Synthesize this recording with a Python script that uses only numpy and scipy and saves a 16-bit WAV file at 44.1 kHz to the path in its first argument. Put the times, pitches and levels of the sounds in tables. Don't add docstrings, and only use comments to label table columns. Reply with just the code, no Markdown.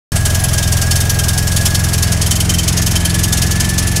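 import sys
import numpy as np
from scipy import signal
from scipy.fft import rfft, irfft
from scipy.io import wavfile
from scipy.ndimage import uniform_filter1d

SR = 44100
rng = np.random.default_rng(int(sys.argv[2]) if len(sys.argv) > 2 else 0)


def wav_out(sig):
    wavfile.write(sys.argv[1], SR, np.round(np.clip(np.atleast_2d(sig).T, -1, 1) * 32767).astype(np.int16))


N = 176400

# time in seconds, crank speed in turns per second.
CRANK_SPEED = [(0.0, 20.545), (0.35, 21.667), (0.6, 21.105), (0.85, 21.172), (1.08, 21.702), (1.25, 21.034),
               (1.45, 21.553), (1.68, 21.943), (1.85, 21.506), (2.22, 20.998), (2.47, 22.075),
               (2.62, 21.422), (2.88, 21.733), (3.02, 21.321), (3.17, 22.044), (3.35, 21.316),
               (3.55, 22.201), (4.0, 22.296)]
# frequency in Hz, relative dB at the oil pan, then at the shield.
WASH_COLOUR = [(20, -7, -15), (45.2, 10.5, 18), (105, 18, 17.5), (184, 12, 13), (269, 3, 7.5),
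               (323, 1, 3.5), (526, 2.5, -5), (638, 9.5, 6), (910, 0, -0.5), (1850, 0, 2), (4300, -6, -5.5),
               (6500, -2, -4), (9760, -7.5, -7.5), (15700, -13.5, -27)]
# time in seconds, pitch in Hz, relative level in dB.
PULLEY_NOTE = [(.13, 1655, -30.5), (0.399, 1652, -30.5), (.73, 1620, -31.5), (1.05, 1655, -29),
               (1.251, 1635, -30), (1.66, 1672, -29.5), (1.85, 1645, -32.5), (2.1, 1660, -32),
               (2.448, 1700, -56), (2.8, 1730, -37), (3.029, 1680, -34), (3.18, 1715, -32.5),
               (3.348, 1675, -32.5), (3.548, 1738, -29.5), (3.72, 1745, -27.5), (4, 1742, -29.5)]
# crank position in turns, relative level in dB.
KNOCK_PATTERN = [(.0, -5), (0.202, 1), (.7, -16), (1.191, 1), (1.44, 1)]
# frequency in Hz, relative dB at the oil pan, then at the shield.
KNOCK_SPECTRUM = [(100, -11, -7.5), (225, 2.5, 4.5), (335, 2, 0), (457, 0, 5), (594, -13.5, -18),
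                  (730, 1, -4.5), (1000, -12, -10), (3000, -19.5, -25.5)]
# multiple of crank speed, dB at the oil pan, then at the shield.
CRANK_ORDERS = [(1, -32, -51), (2, -26, -27), (3, -25.5, -23), (4, -18, -19.5), (5, -22, -22.5),
                (6, -21, -24.5), (7, -49, -64), (8, -26, -22.5), (9, -41, -62), (10, -38, -33),
                (11, -39.5, -38), (14, -41.5, -43.5), (15, -46, -35.5), (16, -50.5, -47.5),
                (18, -47.5, -47), (20, -44.5, -43)]
# rough time in seconds, relative level in dB.
RATTLE_ACCENTS = [(.3, -19), (.39, -19), (.48, -18.5), (.58, -15), (.67, -18), (.77, -17.5), (.82, -14),
                  (.91, -11.5), (.96, -14.5), (1.1, -13), (1.23, -17), (1.28, -12.5), (1.52, -16.5),
                  (1.56, -11.5), (1.61, -18.5), (1.65, -9), (1.75, -12.5), (1.89, -19.5), (1.98, -16.5),
                  (2.02, -12), (2.12, -13.5), (2.26, -15.5), (2.3, -12), (2.35, -16.5), (2.53, -16.5),
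                  (2.58, -14), (2.63, -19.5), (2.77, -11.5), (2.81, -17), (2.86, -12.5), (2.91, -17),
                  (2.96, -14), (3.09, -18), (3.19, -18), (3.23, -13), (3.37, -15), (3.42, -12),
                  (3.6, -12.5), (3.64, -18.5), (3.78, -13)]
# frequency in Hz, relative dB at the oil pan, then at the shield.
CLATTER_COLOUR = [(507, -14, -3.5), (1610, -6.5, -17.5), (2460, -8.5, -4.5), (3310, 2, 2.5),
                  (4070, -5.5, -4), (4750, -1.5, 0.5), (5200, 3.5, 4), (6480, 3, 4.5), (8400, -1, -0.5),
                  (10400, -1, -1.5), (11400, -8, -3.5), (11300, -2.5, -2.5), (14000, -13, -9.5),
                  (15600, -27, -14)]
# frequency in Hz, ring time (T60) in seconds,
# relative dB at the oil pan, then at the shield.
PANEL_MODES = [(3161, .05, -6, -6), (3652, .08, -8, -12), (4455, .06, -5, -4), (4572, .09, -6, -7),
               (5080, .07, -8, -6), (5365, .12, -3, -10), (6660, .09, -14, -6), (8197, .13, -2, -8),
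               (9016, .18, -8, -8), (9403, .16, -13, -10), (10305, .05, -3, 1), (10780, .03, -6, -7),
               (11710, .07, -14, -7), (12205, .07, -7, -11)]
# time in seconds, level in dB.
CLANK_LEVEL = [(0, -34), (1.9, -49), (2.35, -32), (2.6, -28), (2.8, -50), (2.96, -21.5), (3.2, -46),
               (3.6, -32), (4, -42)]

START_S, MOVE_MIDDLE_S, MOVE_LENGTH_S = .1195, 2.15, .98
WASH_DB, KNOCK_DB, CLATTER_DB, RING_DB = -22.5, -35.5, -21, -27
PISTON_AT_TURN, IMBALANCE_AT_TURN, FIRING_AT_TURN, RATTLE_AT_TURN = .25, .486, .512, .53


def undb(db):
    return 10 ** (np.asarray(db) / 20)


def level(x, db):
    return x * undb(db) / np.sqrt(np.mean(x ** 2))


def wander(rate_hz):
    hold = int(SR / rate_hz)
    steps = np.repeat(rng.standard_normal(N // hold + 1), hold)
    return level(uniform_filter1d(uniform_filter1d(steps, hold), hold)[:N], 0)


def colour(x, hz, db, size=32768):
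    bins_hz = np.maximum(np.fft.rfftfreq(size, 1 / SR), 1)
    gain = undb(np.interp(np.log(bins_hz), np.log(hz), db))
    cepstrum = irfft(np.log(gain))
    cepstrum[1:size // 2] *= 2
    cepstrum[size // 2 + 1:] = 0
    impulse = irfft(np.exp(rfft(cepstrum)))
    return signal.fftconvolve(x, impulse)[:N]


def colour_at_microphone(x, table, moved):
    hz, pan_db, shield_db = np.array(table).T
    return (1 - moved) * colour(x, hz, pan_db) + moved * colour(x, hz, shield_db)


def resonance(x, hz, t60_s):
    pole = np.exp(2j * np.pi * hz / SR - np.log(1000) / (t60_s * SR))
    return level(signal.lfilter([1], [1, -pole], x).imag, 0)


def wash(moved):
    noise = rng.standard_normal(N) * undb(1.2 * wander(90))
    return level(colour_at_microphone(noise, WASH_COLOUR, moved), WASH_DB)


def pulley_whine(t, waver_hz=17, flutter_db=3, trim_db=.5):
    times, hz, db = np.array(PULLEY_NOTE).T
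    pitch = np.interp(t, times, hz) + waver_hz * wander(200)
    tone = np.sin(2 * np.pi * np.cumsum(pitch) / SR) * undb(flutter_db * wander(200))
    return level(tone, trim_db) * undb(np.interp(t, times, db))


def combustion_knocks(turns, moved, decay_turns=.082):
    force = sum(undb(db) * np.exp(-((turns - at) % 2) / decay_turns) for at, db in KNOCK_PATTERN)
    bursts = force * rng.standard_normal(N)
    return level(colour_at_microphone(bursts, KNOCK_SPECTRUM, moved), KNOCK_DB)


def block_throb(turns, moved, jitter_turns=.0081, wander_db=.92):
    angle = turns + jitter_turns * wander(40)
    throb = 0
    for order, pan_db, shield_db in CRANK_ORDERS:
        peak_at = PISTON_AT_TURN if order == 2 else IMBALANCE_AT_TURN if order % 2 else FIRING_AT_TURN
        db = pan_db + moved * (shield_db - pan_db) + wander_db * wander(20)
        throb += np.sqrt(2) * np.cos(2 * np.pi * order * (angle - peak_at)) * undb(db)
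    return throb


def chatter(t, turns, contacts_per_s=6000, attack_s=.0072, hold_s=.007, release_s=.0058):
    rattle_turns = np.arange(1, int(turns[-1] - RATTLE_AT_TURN) + 1) + RATTLE_AT_TURN
    starts = np.interp(rattle_turns, turns, t)
    db = np.resize([-14.5, -22], len(starts)) + 1.24 * rng.standard_normal(len(starts))
    for time_s, accent_db in RATTLE_ACCENTS:
        db[np.argmin(abs(starts - time_s))] = accent_db
    latest = np.maximum(np.searchsorted(starts, t) - 1, 0)
    age = np.maximum(t - starts[latest], 0)
    rise = np.minimum(age / attack_s, 1) ** 2
    fall = np.exp(-np.maximum(age - attack_s - hold_s, 0) / release_s)
    contacts = (rng.random(N) < contacts_per_s / SR) * np.sign(rng.standard_normal(N))
    contacts *= undb(-.5 * rng.standard_normal(N))
    return undb(db[latest]) * rise * fall * contacts


def bay_scatter(hits, t60_s=.088, tail_db=.5):
    energy_decay = undb(-60 / (t60_s * SR)) ** 2
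    energy = signal.lfilter([1], [1, -energy_decay], hits ** 2)
    tail = np.sqrt(energy) * rng.standard_normal(N)
    return level(hits, 0) + level(tail, tail_db)


def uneven_touch(clatter, bands=6, swell_db=.9, low_lag_s=.005):
    spectrum, varied = rfft(clatter), 0
    band_position = np.interp(np.fft.rfftfreq(N, 1 / SR), [2500, 5000, 13000], [0, 2, bands - 1])
    for k in range(bands):
        band = irfft(spectrum * np.maximum(1 - abs(band_position - k), 0), N)
        if k == 0:
            band = np.roll(band, int(low_lag_s * SR))
        varied += band * undb(swell_db * wander(35.17))
    return varied


def metal_rattle(t, turns, moved, ring_scatter_db=4):
    hits = chatter(t, turns)
    clatter = colour_at_microphone(uneven_touch(bay_scatter(hits)), CLATTER_COLOUR, moved)
    ring = 0
    for hz, t60_s, pan_db, shield_db in PANEL_MODES:
        drive = hits * undb(ring_scatter_db * wander(17))
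        ring += resonance(drive, hz, t60_s) * undb(pan_db + moved * (shield_db - pan_db))
    clank = resonance(hits, hz=3106, t60_s=.056) * undb(np.interp(t, *np.array(CLANK_LEVEL).T))
    return level(clatter, CLATTER_DB) + level(ring, RING_DB) + clank


def scene():
    t = np.arange(N) / SR
    turns = .37 + np.cumsum(np.interp(t, *np.array(CRANK_SPEED).T)) / SR
    moved = np.clip((t - MOVE_MIDDLE_S) / MOVE_LENGTH_S + .5, 0, 1)
    engine = block_throb(turns, moved) + metal_rattle(t, turns, moved) + combustion_knocks(turns, moved)
    mix = engine + pulley_whine(t) + wash(moved)
    return (mix * (t >= START_S))[None]


def record(dry, ceiling=.76, top_hz=15650):
    rounded = dry / (1 + (dry / ceiling) ** 8) ** (1 / 8)
    return signal.sosfilt(signal.ellip(10, .2, 90, top_hz, fs=SR, output="sos"), rounded)


dry = scene()
out = record(dry)
wav_out(out)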